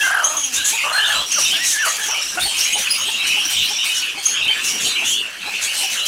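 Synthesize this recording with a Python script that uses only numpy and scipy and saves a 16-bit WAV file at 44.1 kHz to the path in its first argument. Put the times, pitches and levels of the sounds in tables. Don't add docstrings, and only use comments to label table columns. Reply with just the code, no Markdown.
import sys
import numpy as np
from scipy import signal
from scipy.io import wavfile

SR = 44100
rng = np.random.default_rng(int(sys.argv[2]) if len(sys.argv) > 2 else 0)


def decibels_to_gain(level_db):
    exponent = np.asarray(level_db, float) / 20
    return 10 ** exponent


def inscribe(sig):
    pcm = np.round(np.clip(np.atleast_2d(sig).T, -1, 1) * 32767)
    wavfile.write(sys.argv[1], SR, pcm.astype(np.int16))


N = 267687

# time_s, pitch_hz, level_db
SQUAWKS = [
    [(0, 1745, -16), (.058, 1600, -13.5), (.095, 1512, -14.5), (.13, 1632, -12), (.18, 1486, -15.5),
     (.235, 1268, -19), (.27, 1248, -28), (.36, 1237, -24.5), (.41, 1197, -40)],
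    [(.56, 1587, -35), (.61, 1577, -25), (.69, 1714, -29)],
    [(.835, 1148, -24), (.91, 1223, -23), (.945, 1418, -17.5), (.975, 1702, -14.5), (1.05, 1715, -18),
     (1.12, 1669, -17.5), (1.165, 1351, -20.5), (1.18, 1229, -26), (1.245, 1154, -32)],
    [(1.36, 1547, -27), (1.385, 1254, -22.5), (1.415, 780, -39)],
    [(1.53, 1528, -31), (1.58, 1759, -28.5), (1.625, 1924, -21), (1.69, 1900, -38), (1.76, 1700, -20.5),
     (1.815, 1785, -16.5), (1.852, 1357, -17), (1.87, 1273, -21), (1.94, 1280, -39)],
    [(1.98, 1689, -30), (2.02, 1694, -25), (2.1, 1640, -34), (2.13, 1288, -28), (2.22, 1203, -41.5)],
]
# hoarseness_at_top (0-1), crack_below_hz, flutter_per_s
HOARSENESS = [
    (.2, 1700, 28.5),
    (.3, 1500, 28),
    (.5, 1550, 60),
    (.2, 1300, 28),
    (.15, 1400, 28),
    (.5, 1400, 28),
]
# time_s, depth (0-1)
CATCHES = [(0.035, 0.19), (.072, 0.77), (.107, 0.87), (.143, 1), (0.167, 0.85), (0.191, 0.9), (0.223, 0.86),
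           (0.251, 0.77), (0.287, 0.74), (0.316, 0.62), (.352, 0.65), (.62, 0.2), (.862, 0.8),
           (0.896, 0.68), (.925, 0.7), (0.976, 0.95), (1.002, 0.28), (1.023, 0.22), (1.055, 0.79),
           (1.074, 0.51), (1.093, 0.9), (1.129, 0.68), (1.151, 0.74), (1.188, 0.9), (1.214, 0.78),
           (1.765, 0.27), (1.861, 0.64), (1.895, 0.6), (2.061, 0.66), (2.109, 0.5), (2.162, 0.82)]
# centre_hz, width_hz, gain_db
BEAK_RESONANCE = (2780, 220, 2.2)
# time_s, peak_db, pitch_hz, upper_partials_db
CLUCKS = [(0.736, -32.5, 881, -18), (1.53, -42.5, 760, -18), (1.565, -43, 657, -18), (2.09, -32, 875, -17),
          (2.378, -27, 739, 3), (2.46, -32, 822, -18), (2.761, -30, 847, -18), (3.089, -35.5, 914, -3),
          (3.374, -36, 838, -22), (3.71, -36.5, 842, -20), (4.181, -36.5, 817, -22),
          (4.499, -37.5, 862, -1), (4.869, -41.5, 741, -8), (5.478, -37, 827, -3), (5.84, -33.5, 825, -18)]
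# time_s, pitch_hz, level_db
FAR_MOAN = [
    (0.27, 321, -60),
    (0.384, 305.4, -46.5),
    (0.56, 229, -49),
]
# start_s, length_s, first_hz, level_db
RISING_PEEPS = [(.008, 0.04, 2720, -17.5), (.534, 0.11, 2610, -28.5), (.562, 0.073, 3720, -24),
                (.722, 0.16, 2437, -24), (.783, 0.13, 2423, -20.5), (.976, 0.082, 2797, -18.5),
                (1.037, 0.043, 3540, -19.5), (1.158, 0.093, 3015, -27), (2.621, 0.076, 2730, -21.5),
                (2.65, 0.1, 2270, -23.5), (2.87, 0.018, 2620, -12), (2.997, 0.11, 2900, -20.5),
                (3.55, .13, 3500, -23), (3.781, 0.072, 2864, -19.5), (3.814, 0.093, 3560, -29),
                (4.501, 0.12, 2267, -23.5), (4.841, 0.052, 2974, -19.5), (4.998, 0.097, 2580, -21),
                (5.067, 0.14, 2998, -19), (5.521, 0.088, 2524, -26.5), (5.673, 0.061, 2694, -22.5)]
# start_s, length_s, first_hz, level_db
FALLING_PEEPS = [(.005, 0.036, 3270, -20.5), (1.051, 0.13, 3000, -21.5), (1.097, 0.054, 3350, -23),
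                 (1.443, 0.055, 3780, -21.5), (1.445, 0.074, 2730, -20.5), (1.453, 0.03, 3090, -16.5),
                 (1.502, 0.068, 3004, -19), (1.828, 0.074, 3030, -24), (2.102, 0.14, 2663, -26.5),
                 (2.115, 0.1, 3070, -21), (2.378, 0.022, 2830, -18.5), (2.406, 0.044, 3750, -19.5),
                 (2.47, 0.14, 3200, -24), (2.73, 0.039, 3063, -15.5), (3.141, 0.13, 2860, -20.5),
                 (3.322, 0.091, 3036, -16.5), (3.334, 0.069, 2750, -23), (3.374, 0.079, 3184, -20.5),
                 (3.48, 0.081, 3140, -23), (3.525, 0.027, 3170, -21), (3.564, 0.11, 3086, -18.5),
                 (3.63, 0.068, 4070, -26), (3.664, 0.062, 3250, -23), (4.02, 0.099, 2720, -24),
                 (4.371, 0.02, 2760, -15), (4.405, 0.1, 2840, -19), (5.159, 0.12, 2945, -20.5),
                 (5.409, 0.22, 2670, -28.5)]
# start_s, length_s, pitch_hz, level_db
LEVEL_PEEPS = [(.367, 0.025, 3270, -28), (.431, 0.024, 3210, -22), (1.525, 0.04, 3405, -18.5),
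               (3.042, .039, 2740, -22.5), (3.163, 0.18, 3880, -26.5), (3.215, 0.023, 3190, -17),
               (3.25, 0.14, 2943, -19), (3.287, 0.098, 2580, -19), (3.596, 0.051, 2705, -27),
               (3.891, 0.22, 2960, -21), (4.34, 0.071, 3140, -18.5), (4.418, 0.064, 3786, -23.5),
               (4.477, 0.05, 3086, -11.5), (4.614, 0.091, 2737, -24), (4.947, 0.062, 2825, -23),
               (5.791, 0.14, 2935, -24.5), (5.969, 0.077, 2895, -19.5)]
# start_s, length_s, pitch_hz, level_db
CLEAR_PEEPS = [(0.035, 0.046, 2080, -24.5), (2.397, .022, 3460, -27), (2.144, 0.026, 2340, -23),
               (1.197, 0.052, 3340, -26), (3.03, 0.024, 3820, -27), (3.718, 0.047, 3490, -28),
               (3.862, 0.022, 2256, -24.5), (4.256, .022, 2690, -32), (4.303, .03, 4380, -30),
               (4.505, 0.11, 3480, -33), (5.452, 0.043, 3960, -33), (5.525, 0.036, 3490, -36),
               (5.66, 0.047, 4480, -30.5), (5.91, 0.044, 6200, -28), (5.993, 0.067, 3950, -30),
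               (6.023, 0.031, 4070, -29)]
# start_s, level_db
PLUNGES = [
    (1.54, -22),
    (2.845, -21),
    (4.955, -16),
]
# start_s, length_s, second_partial_db
BRIGHT_PEEPS = [(0.24, 0.024, -10), (0.263, 0.075, -22.5), (0.366, 0.025, -13.5), (0.385, 0.045, -22),
                (0.431, 0.032, -16.5), (1.056, 0.082, -30.5), (1.314, 0.022, -13), (1.88, 0.041, -22),
                (2.568, 0.026, -21), (2.631, 0.046, -20.5), (2.723, 0.032, -19), (2.977, 0.076, -24.5),
                (4.254, 0.023, -8.5), (4.289, 0.061, -19.5), (4.833, 0.032, -20)]
# start_s, length_s, pitch_hz, level_db
HIGH_PEEPS = [(0.924, 0.077, 4260, -21.5), (1.143, 0.077, 4025, -20), (2.425, 0.064, 4465, -19.5),
              (2.902, 0.034, 5070, -14.5), (2.94, 0.034, 4950, -22), (4.177, 0.064, 4400, -29.5),
              (4.844, .044, 4120, -24), (4.874, 0.091, 4090, -22.5), (4.902, 0.038, 4130, -34)]
# start_s, length_s, pitch_hz, peak_db
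PIPING = [
    (1.31, .2, 5750, -28),
    (2.03, .33, 5700, -35),
    (2.58, .08, 5680, -28),
    (3.26, .68, 5700, -34),
    (5.825, .07, 5700, -30),
]
# start_s, length_s, lowest_hz, level_db
BUZZES = [(0, 0.07, 5370, -19.5), (0.526, 0.053, 5410, -13), (0.641, 0.073, 5880, -11),
          (1.316, 0.005, 5600, -13), (1.375, 0.031, 5400, -43), (1.634, 0.12, 5410, -12.5),
          (1.838, 0.047, 5420, -22), (2.397, 0.04, 5900, -39), (2.586, 0.017, 5270, -15),
          (2.779, 0.023, 5620, -13), (3.262, 0.034, 5580, -19), (3.444, 0.0079, 5300, -20),
          (3.493, 0.012, 5350, -11), (3.835, 0.17, 6000, -44), (3.938, 0.054, 5020, -17),
          (4.223, 0.063, 5640, -22), (4.632, 0.089, 5040, -16.5), (4.797, 0.085, 6200, -21),
          (5.044, 0.11, 5710, -15.5), (5.61, 0.053, 5870, -19), (5.734, 0.12, 4580, -28),
          (5.889, 0.049, 5180, -24), (6.052, 0.032, 5600, -16)]
# start_s, length_s, pitch_hz, level_db
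FURTHER_PEEPS = [(0.196, 0.082, 3015, -31), (0.231, 0.031, 6050.0, -28), (0.241, 0.1, 6810, -31.5),
                 (0.429, 0.056, 5870.0, -29), (0.603, 0.088, 2760, -32), (0.64, 0.038, 6760.0, -21),
                 (0.738, 0.052, 6900, -30), (0.804, 0.028, 2124, -25.5), (0.996, 0.052, 3060, -25),
                 (1.116, 0.049, 3150, -27), (1.257, 0.13, 5770, -27), (1.448, 0.063, 5250, -30),
                 (1.506, 0.044, 3110, -20.5), (1.595, 0.058, 5550, -29), (1.663, 0.07, 7700, -28),
                 (1.712, 0.094, 2150, -34), (1.787, 0.047, 5830, -26), (1.855, 0.059, 1910, -29),
                 (1.884, 0.079, 7100, -30), (2.396, 0.2, 9000, -30.5), (2.612, 0.058, 5440, -36),
                 (2.661, 0.075, 2150, -32), (2.727, 0.11, 9130, -28.5), (2.8, 0.038, 5960.0, -25),
                 (2.839, 0.024, 2820, -27), (2.889, 0.081, 4220.0, -33), (3.004, 0.14, 3750.0, -34),
                 (3.102, 0.06, 2800.0, -27), (3.187, 0.094, 2330.0, -29), (3.323, 0.071, 2220, -32),
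                 (3.439, 0.031, 6080.0, -32), (3.593, 0.061, 3400, -27), (3.756, 0.019, 5660, -22.5),
                 (3.782, 0.14, 3680, -29), (3.856, 0.058, 2540, -27.5), (3.969, 0.039, 5620, -26.5),
                 (4.667, 0.13, 2900, -30), (4.67, 0.12, 5720.0, -26), (4.833, 0.095, 4540.0, -31),
                 (4.865, 0.078, 3650, -28), (4.867, 0.046, 6730, -27), (4.957, 0.046, 2390, -25),
                 (5.004, 0.031, 2330.0, -29), (5.039, 0.056, 3450, -25.5), (5.135, 0.023, 2940, -24),
                 (5.75, 0.11, 2960, -30), (5.811, 0.11, 2615, -29.5), (6.048, 0.017, 3155, -21)]
# start_s, length_s, pitch_hz, level_db
FAR_CACKLE = [
    (2.319, 0.032, 1600, -36),
    (3.0, 0.1, 1370, -49),
    (3.97, 0.064, 1500, -42),
    (4.261, 0.0085, 1300, -33.5),
    (4.559, 0.044, 1740, -30.5),
    (5.956, 0.11, 1350, -41),
]
# lowest_hz, commonest_hz, highest_hz
FLOCK_HZ = (2313, 2916, 4580)
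# time_s, flock_db, rustle_db
CROWD = [(0, -32, -33.5), (.3, -39, -34), (.8, -23.5, -32.5), (1.1, -33, -28), (1.28, -30.5, -33),
         (1.5, -28, -27), (1.75, -28.5, -34), (2.05, -32, -27.5), (2.33, -34, -34.5), (2.5, -27, -29.5),
         (3.4, -28, -31.5), (3.65, -25.5, -30.5), (4.15, -28.5, -39), (4.55, -27.5, -34.5),
         (5.0, -27.5, -34.5), (5.35, -35, -43), (5.5, -28.5, -34), (6.07, -27, -33)]
# frequency_hz, density_db (per Hz)
RUSTLE_SPECTRUM = [(250, -38), (700, -13), (1500, -14), (2500, 1), (4500, 1), (6500, 1), (8500, -3.5),
                   (10000, -1.5), (12000, -8.5), (15500, -12.5)]
# frequency_hz, density_db (per Hz)
AIR_SPECTRUM = [(15, -42), (25, -10), (135, -12.5), (243, -6), (515, -7.5), (1550, -1), (2000, 8),
                (2600, -59), (4400, -120)]
# start_s, peak_db
GUSTS = [(0.56, -36), (0.958, -63), (1.15, -33), (1.418, -39), (1.661, -42), (2.405, -33), (2.76, -46),
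         (3.01, -43), (3.262, -39), (3.567, -31.5), (4.23, -50), (4.423, -33.5), (4.655, -47),
         (4.826, -34.5), (5.051, -45), (5.452, -47)]
# time_s, level_db
TRAFFIC = [(0, -91), (2.5, -77), (2.57, -46), (2.68, -53), (2.75, -72), (4.4, -80), (4.5, -51.5),
           (4.9, -42), (5.25, -50.5), (5.33, -81), (6.07, -64)]


def in_time(rows):
    s, *columns = np.transpose(rows)
    return [np.interp(np.arange(N) / SR, s, c) for c in columns]


def rms_one(x):
    return x / np.sqrt(np.mean(x ** 2) + 1e-20)


def drift(rate_hz, count=N):
    pole, run_in = np.exp(-2 * np.pi * rate_hz / SR), round(SR / rate_hz)
    white = rng.standard_normal(count + run_in)
    return rms_one(signal.lfilter([1], [1, -2 * pole, pole * pole], white)[-count:])


def bandpass(x, low_hz, high_hz, order=2):
    return signal.sosfilt(signal.butter(order, [low_hz, high_hz], "band", fs=SR, output="sos"), x)


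def highpass_hen(x):
    return signal.sosfilt(signal.butter(4, 200, "high", fs=SR, output="sos"), x)


def add(out, start_s, sound):
    i = round(start_s * SR)
    out[i:i + len(sound)] += sound[:N - i]


def note(rows, edge_s):
    s, *columns = np.transpose(rows)
    t = np.arange(s[0], s[-1], 1 / SR)
    gate = np.clip(np.minimum(t - s[0], s[-1] - t) / edge_s, 0, 1)
    return t, gate, [np.interp(t, s, c) for c in columns]


def partials(hz, levels_db):
    phase = 2 * np.pi * np.cumsum(hz) / SR
    tone = 0
    for k, db in enumerate(levels_db, 1):
        tone = tone + decibels_to_gain(db) * np.sin(k * phase) * (k * hz < SR / 2)
    return np.sqrt(2) * tone


def squawks():
    catch_s, recover_s, catch_drop, catch_loss_db = .006, .003, .2, 11.0
    rasp_db, spit_db = -4.0, -10.0
    out = np.zeros(N)
    for rows, (top_hoarse, crack_hz, flutter_hz) in zip(SQUAWKS, HOARSENESS):
        t, gate, (steady_hz, db) = note(rows, 0.003)
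        n = len(t)
        jerk, spit = np.zeros(n), np.zeros(n)
        for s, depth in CATCHES:
            jerk += depth * np.exp(-((t - s) / np.where(t < s, catch_s, recover_s)) ** 2)
            spit += depth * np.exp(-((t - s - .006) / 0.0068) ** 2)
        hoarse = np.interp(steady_hz, [1250, crack_hz], [.82, top_hoarse])
        tremble = (0.006 + 0.075 * hoarse) * drift(212, n) + .03 * hoarse * drift(flutter_hz, n)
        hz = steady_hz * (1 - catch_drop * jerk + tremble)

        group_hz = steady_hz / 4 * (1 + .03 * drift(40, n))
        grouped = 1 + .4 * hoarse ** 1.5 * partials(group_hz, [0, 0])
        low_hz = steady_hz / 4 * (1 + .02 * drift(60, n))
        first = grouped * partials(hz, [3]) + 1.3 * hoarse ** 2 * partials(low_hz, [-40, -7, -9])
        first = signal.sosfilt(signal.butter(8, 1.08 * steady_hz.max(), fs=SR, output="sos"), first)
        breath = decibels_to_gain(-catch_loss_db * jerk + (1.5 + 2.5 * hoarse) * drift(68, n))
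        voice = breath * (first + partials(hz, [-60, -14, -40, -48]))

        rasp = rms_one(bandpass(rng.standard_normal(n), 720, 1650, order=3))
        hiss = rms_one(bandpass(rng.standard_normal(n), 9800, 11300))
        rasp_amount = hoarse ** 2 + 0.77 * jerk + .5 * spit
        turbulence = decibels_to_gain(rasp_db + 1.8 * drift(87, n)) * rasp_amount * rasp + decibels_to_gain(spit_db) * spit * hiss
        add(out, t[0], gate * decibels_to_gain(db - 6.0) * (voice + turbulence))
    hz, width_hz, db = BEAK_RESONANCE
    out += decibels_to_gain(db) * signal.lfilter(*signal.iirpeak(hz, hz / width_hz, fs=SR), out)
    return highpass_hen(out)


def clucks():
    lead_in_db = -47
    out = np.zeros(N)
    t = np.arange(round(.08 * SR)) / SR - .036
    closed = np.exp(-((t + 0.016) / 0.025) ** 2)
    opened = np.clip((t + 0.0067) / 0.0024, 0, 1) * np.exp(-(np.maximum(t, 0) / 0.022) ** 5)
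    for s, db, hz, upper_db in CLUCKS:
        glide = np.clip(1 + 14 * t, .5, 1) - 1.17 * np.maximum(t, 0)
        pitch_hz = hz / 2 * (glide + .075 * drift(400, len(t)))
        lead = decibels_to_gain(lead_in_db - db) * closed * partials(pitch_hz, [0, -6])
        voice = opened * partials(pitch_hz, [-20, 0, upper_db - 38, upper_db, -19, -16, -20, -11])
        add(out, s - .036, decibels_to_gain(db + 2.0) * (lead + voice))
    return out


def far_moan():
    out = np.zeros(N)
    t, gate, (hz, db) = note(FAR_MOAN, 0.025)
    add(out, t[0], gate * decibels_to_gain(db) * partials(hz, [0, -9, -3]))
    return highpass_hen(out)


def peep(length_s, first_hz, last_hz, second_db, third_db, wobble, warble):
    t = np.arange(round(length_s * SR)) / SR
    n = len(t)
    pulse = np.cumsum(140 * (1 + 0.2554 * drift(34.1, n))) / SR % 1
    scoop = 1 - 0.0937 * np.exp(-t / 0.00392)
    glide_hz = np.linspace(first_hz, last_hz, n)
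    hz = glide_hz * (scoop + wobble * drift(149.4, n) + 0.24 * warble * (pulse - .5))
    edges = np.minimum(t / 0.0056, 1) * np.clip((length_s - t) / 0.012, 0, 1)
    fade = decibels_to_gain(1.65 * drift(57.0, n) - 22.4 * t)
    chopped = 1 - warble * np.cos(2 * np.pi * pulse)
    return edges * fade * chopped * partials(hz, [0, second_db, third_db, third_db - 15])


def near_peeps():
    out = np.zeros(N)
    for rows, glide_hz_per_s in [(RISING_PEEPS, 3800), (FALLING_PEEPS, -2200), (LEVEL_PEEPS, 0)]:
        for s, length_s, hz, db in rows:
            chance = rng.random()
            warble = .1 if db > -18 else .2 + .6 * chance
            last_hz = hz + glide_hz_per_s * length_s
            add(out, s, decibels_to_gain(db - 1.5) * peep(length_s, hz, last_hz, -40, -48, 0.017, warble))
    for s, length_s, hz, db in CLEAR_PEEPS:
        add(out, s, decibels_to_gain(db) * peep(length_s, hz, hz, -30, -40, .008, .12))
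    for s, db in PLUNGES:
        add(out, s, decibels_to_gain(db) * peep(.05, 3350, 2300, -29, -40, 0.0243, 0.28))
    for s, length_s, db in BRIGHT_PEEPS:
        add(out, s, decibels_to_gain(db - 14) * peep(length_s, 3280, 3255, 13, 0, .008, .3))
    for s, length_s, hz, db in HIGH_PEEPS:
        second_db = -10 + 7 * (hz / 1000 - 4)
        add(out, s, decibels_to_gain(db - 2) * peep(length_s, hz, hz * .975, second_db, second_db - 14, 0.009, .18))
    return out


def piping():
    swell_db, fade_db = 2.0, 5.0
    out = np.zeros(N)
    for s, length_s, hz, peak_db in PIPING:
        track = [(s, peak_db - swell_db), (s + .25 * length_s, peak_db), (s + length_s, peak_db - fade_db)]
        t, gate, (db,) = note(track, 0.0044)
        wavering_hz = hz / 2 * (1 + .045 * drift(160, len(t)))
        level = decibels_to_gain(db - 15.5 + 5.15 * drift(34.5, len(t)))
        add(out, t[0], gate * level * partials(wavering_hz, [13.5, 21.5, -13.0, -34]))
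    return out


def buzzes():
    sweep_span_hz = 1901
    out = np.zeros(N)
    for s, length_s, low_hz, db in BUZZES:
        t, gate, _ = note([(0, 0), (length_s, 0)], .016)
        n = len(t)
        sweep = np.cumsum(185 * (1 + .3 * drift(60, n))) / SR % 1
        ragged = np.clip(sweep + 0.173 * drift(90.3, n), -.12, 1.12)
        hz = (low_hz + sweep_span_hz * ragged) / 2
        pulses = np.sin(np.pi * sweep) ** 0.29 * decibels_to_gain(0.27 * drift(55, n))
        breath = bandpass(rng.standard_normal(n), 3500, 12000)
        voice = partials(hz, [-4.0, 12.0, 3.0, -22]) + decibels_to_gain(5.5) * breath
        add(out, s, decibels_to_gain(db - 16.5) * gate * pulses * voice)
    return out


def shed(x):
    t60_s = 0.23
    t = np.arange(round(.5 * SR)) / SR
    onset = np.clip(t / 0.0032 - 1, 0, 1)
    tail = rng.standard_normal(len(t)) * decibels_to_gain(-60 * t / t60_s) * onset
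    return signal.fftconvolve(x, tail / np.sqrt(np.sum(tail ** 2)))[:N]


def further_birds():
    out = np.zeros(N)
    for s, length_s, hz, db in list(FURTHER_PEEPS) + list(FAR_CACKLE):
        add(out, s, decibels_to_gain(db) * peep(length_s + 0.012, hz, hz, -33, -36, 0.0169, 1220.0 / hz))
    return out + decibels_to_gain(-10) * shed(out)


def far_flock(count, centre_hz, second_db, warble_share):
    out = np.zeros(N)
    lowest_hz, _, highest_hz = FLOCK_HZ
    pitches_hz = [lowest_hz, centre_hz * .85, centre_hz * 1.12, highest_hz]
    for at, length, pitch, glide, size, warble in rng.random((count, 6)):
        hz = np.interp(pitch, [0, .2, .7, 1], pitches_hz)
        db = -10 * size - 14 * abs(np.log2(hz / centre_hz))
        last_hz = hz * (.9 + 0.1908 * glide)
        chop = warble_share * (0.32 + 0.62 * warble)
        call = peep(0.01773 + 0.0347 * length, hz, last_hz, second_db, second_db - 11.5, 0.0205, chop)
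        add(out, at * N / SR, decibels_to_gain(db) * call)
    return rms_one(decibels_to_gain(-4.5) * out + shed(out))


def banded_noise(spectrum, patchy_db, patch_hz, together_share):
    out, together = 0, drift(patch_hz)
    edges_hz = 22 * 2 ** np.arange(0, 9.6, .5)
    white = rng.standard_normal((2, N))
    hz, db = np.transpose(spectrum)
    for k, (low, high) in enumerate(zip(edges_hz, edges_hz[1:])):
        level_db = np.interp(np.log(low * high) / 2, np.log(hz), db, left=-90, right=-90)
        if level_db < -50:
            continue
        flicker = together_share * together + drift(patch_hz)
        out = out + decibels_to_gain(level_db + patchy_db * flicker) * bandpass(white[k % 2], low, high)
    return rms_one(out)


def buzz_swell():
    t = np.arange(0, N, 64) / SR
    swell = np.zeros(len(t))
    for s, length_s, *_ in BUZZES:
        rise = np.clip((t - s + 0.0055) / 0.017, 0, 1)
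        settle = np.exp(-np.maximum(t - s - length_s, 0) / .045)
        swell = np.maximum(swell, rise * settle)
    return 8.0 * np.interp(np.arange(N) / SR, t, swell)


def straw(rustle_db):
    crackle_db = 2.1 * drift(197)
    noise = banded_noise(RUSTLE_SPECTRUM, patchy_db=2.2, patch_hz=9, together_share=.3)
    return decibels_to_gain(rustle_db + crackle_db) * noise


def air(rustle_db):
    noise = banded_noise(AIR_SPECTRUM, patchy_db=4.0, patch_hz=8.75, together_share=0.3)
    return decibels_to_gain(-38 + 0.23 * (rustle_db + 38.5)) * noise


def wind():
    t = np.arange(N) / SR
    lumps = sum(decibels_to_gain(db - 10.0) * np.exp(-((t - s - .035) / 0.05) ** 2) for s, db in GUSTS)
    return lumps * rms_one(bandpass(rng.standard_normal(N), 35, 170))


def traffic():
    db, = in_time(TRAFFIC)
    return decibels_to_gain(db + 3.5 * drift(8.2)) * rms_one(bandpass(rng.standard_normal(N), 190, 430))


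def scene():
    flock_db, rustle_db = in_time(CROWD)
    rustle_db = rustle_db + buzz_swell()
    hen = squawks() + clucks() + far_moan()
    chicks = near_peeps() + piping() + buzzes()
    echo = shed(decibels_to_gain(-9) * hen + decibels_to_gain(-5) * chicks)
    flock = decibels_to_gain(flock_db) * far_flock(620, FLOCK_HZ[1], second_db=-10.5, warble_share=0.95)
    shrill = decibels_to_gain(rustle_db - 2.0) * far_flock(220, 3516, second_db=1.5, warble_share=0.16)
    birds = hen + decibels_to_gain(-1.5) * chicks + echo + further_birds() + flock + shrill
    background = straw(rustle_db) + air(rustle_db) + wind() + traffic()
    return (birds + background)[None]


def band_limit(x):
    return signal.sosfilt(signal.butter(12, 15750, fs=SR, output="sos"), x)


def record(dry):
    rounded = 0.62 * np.tanh(dry / 0.62)
    mix = signal.sosfilt(signal.cheby2(10, 60, 17200, fs=SR, output="sos"), rounded)
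    return band_limit(mix)


dry = scene()
out = record(dry)
inscribe(out)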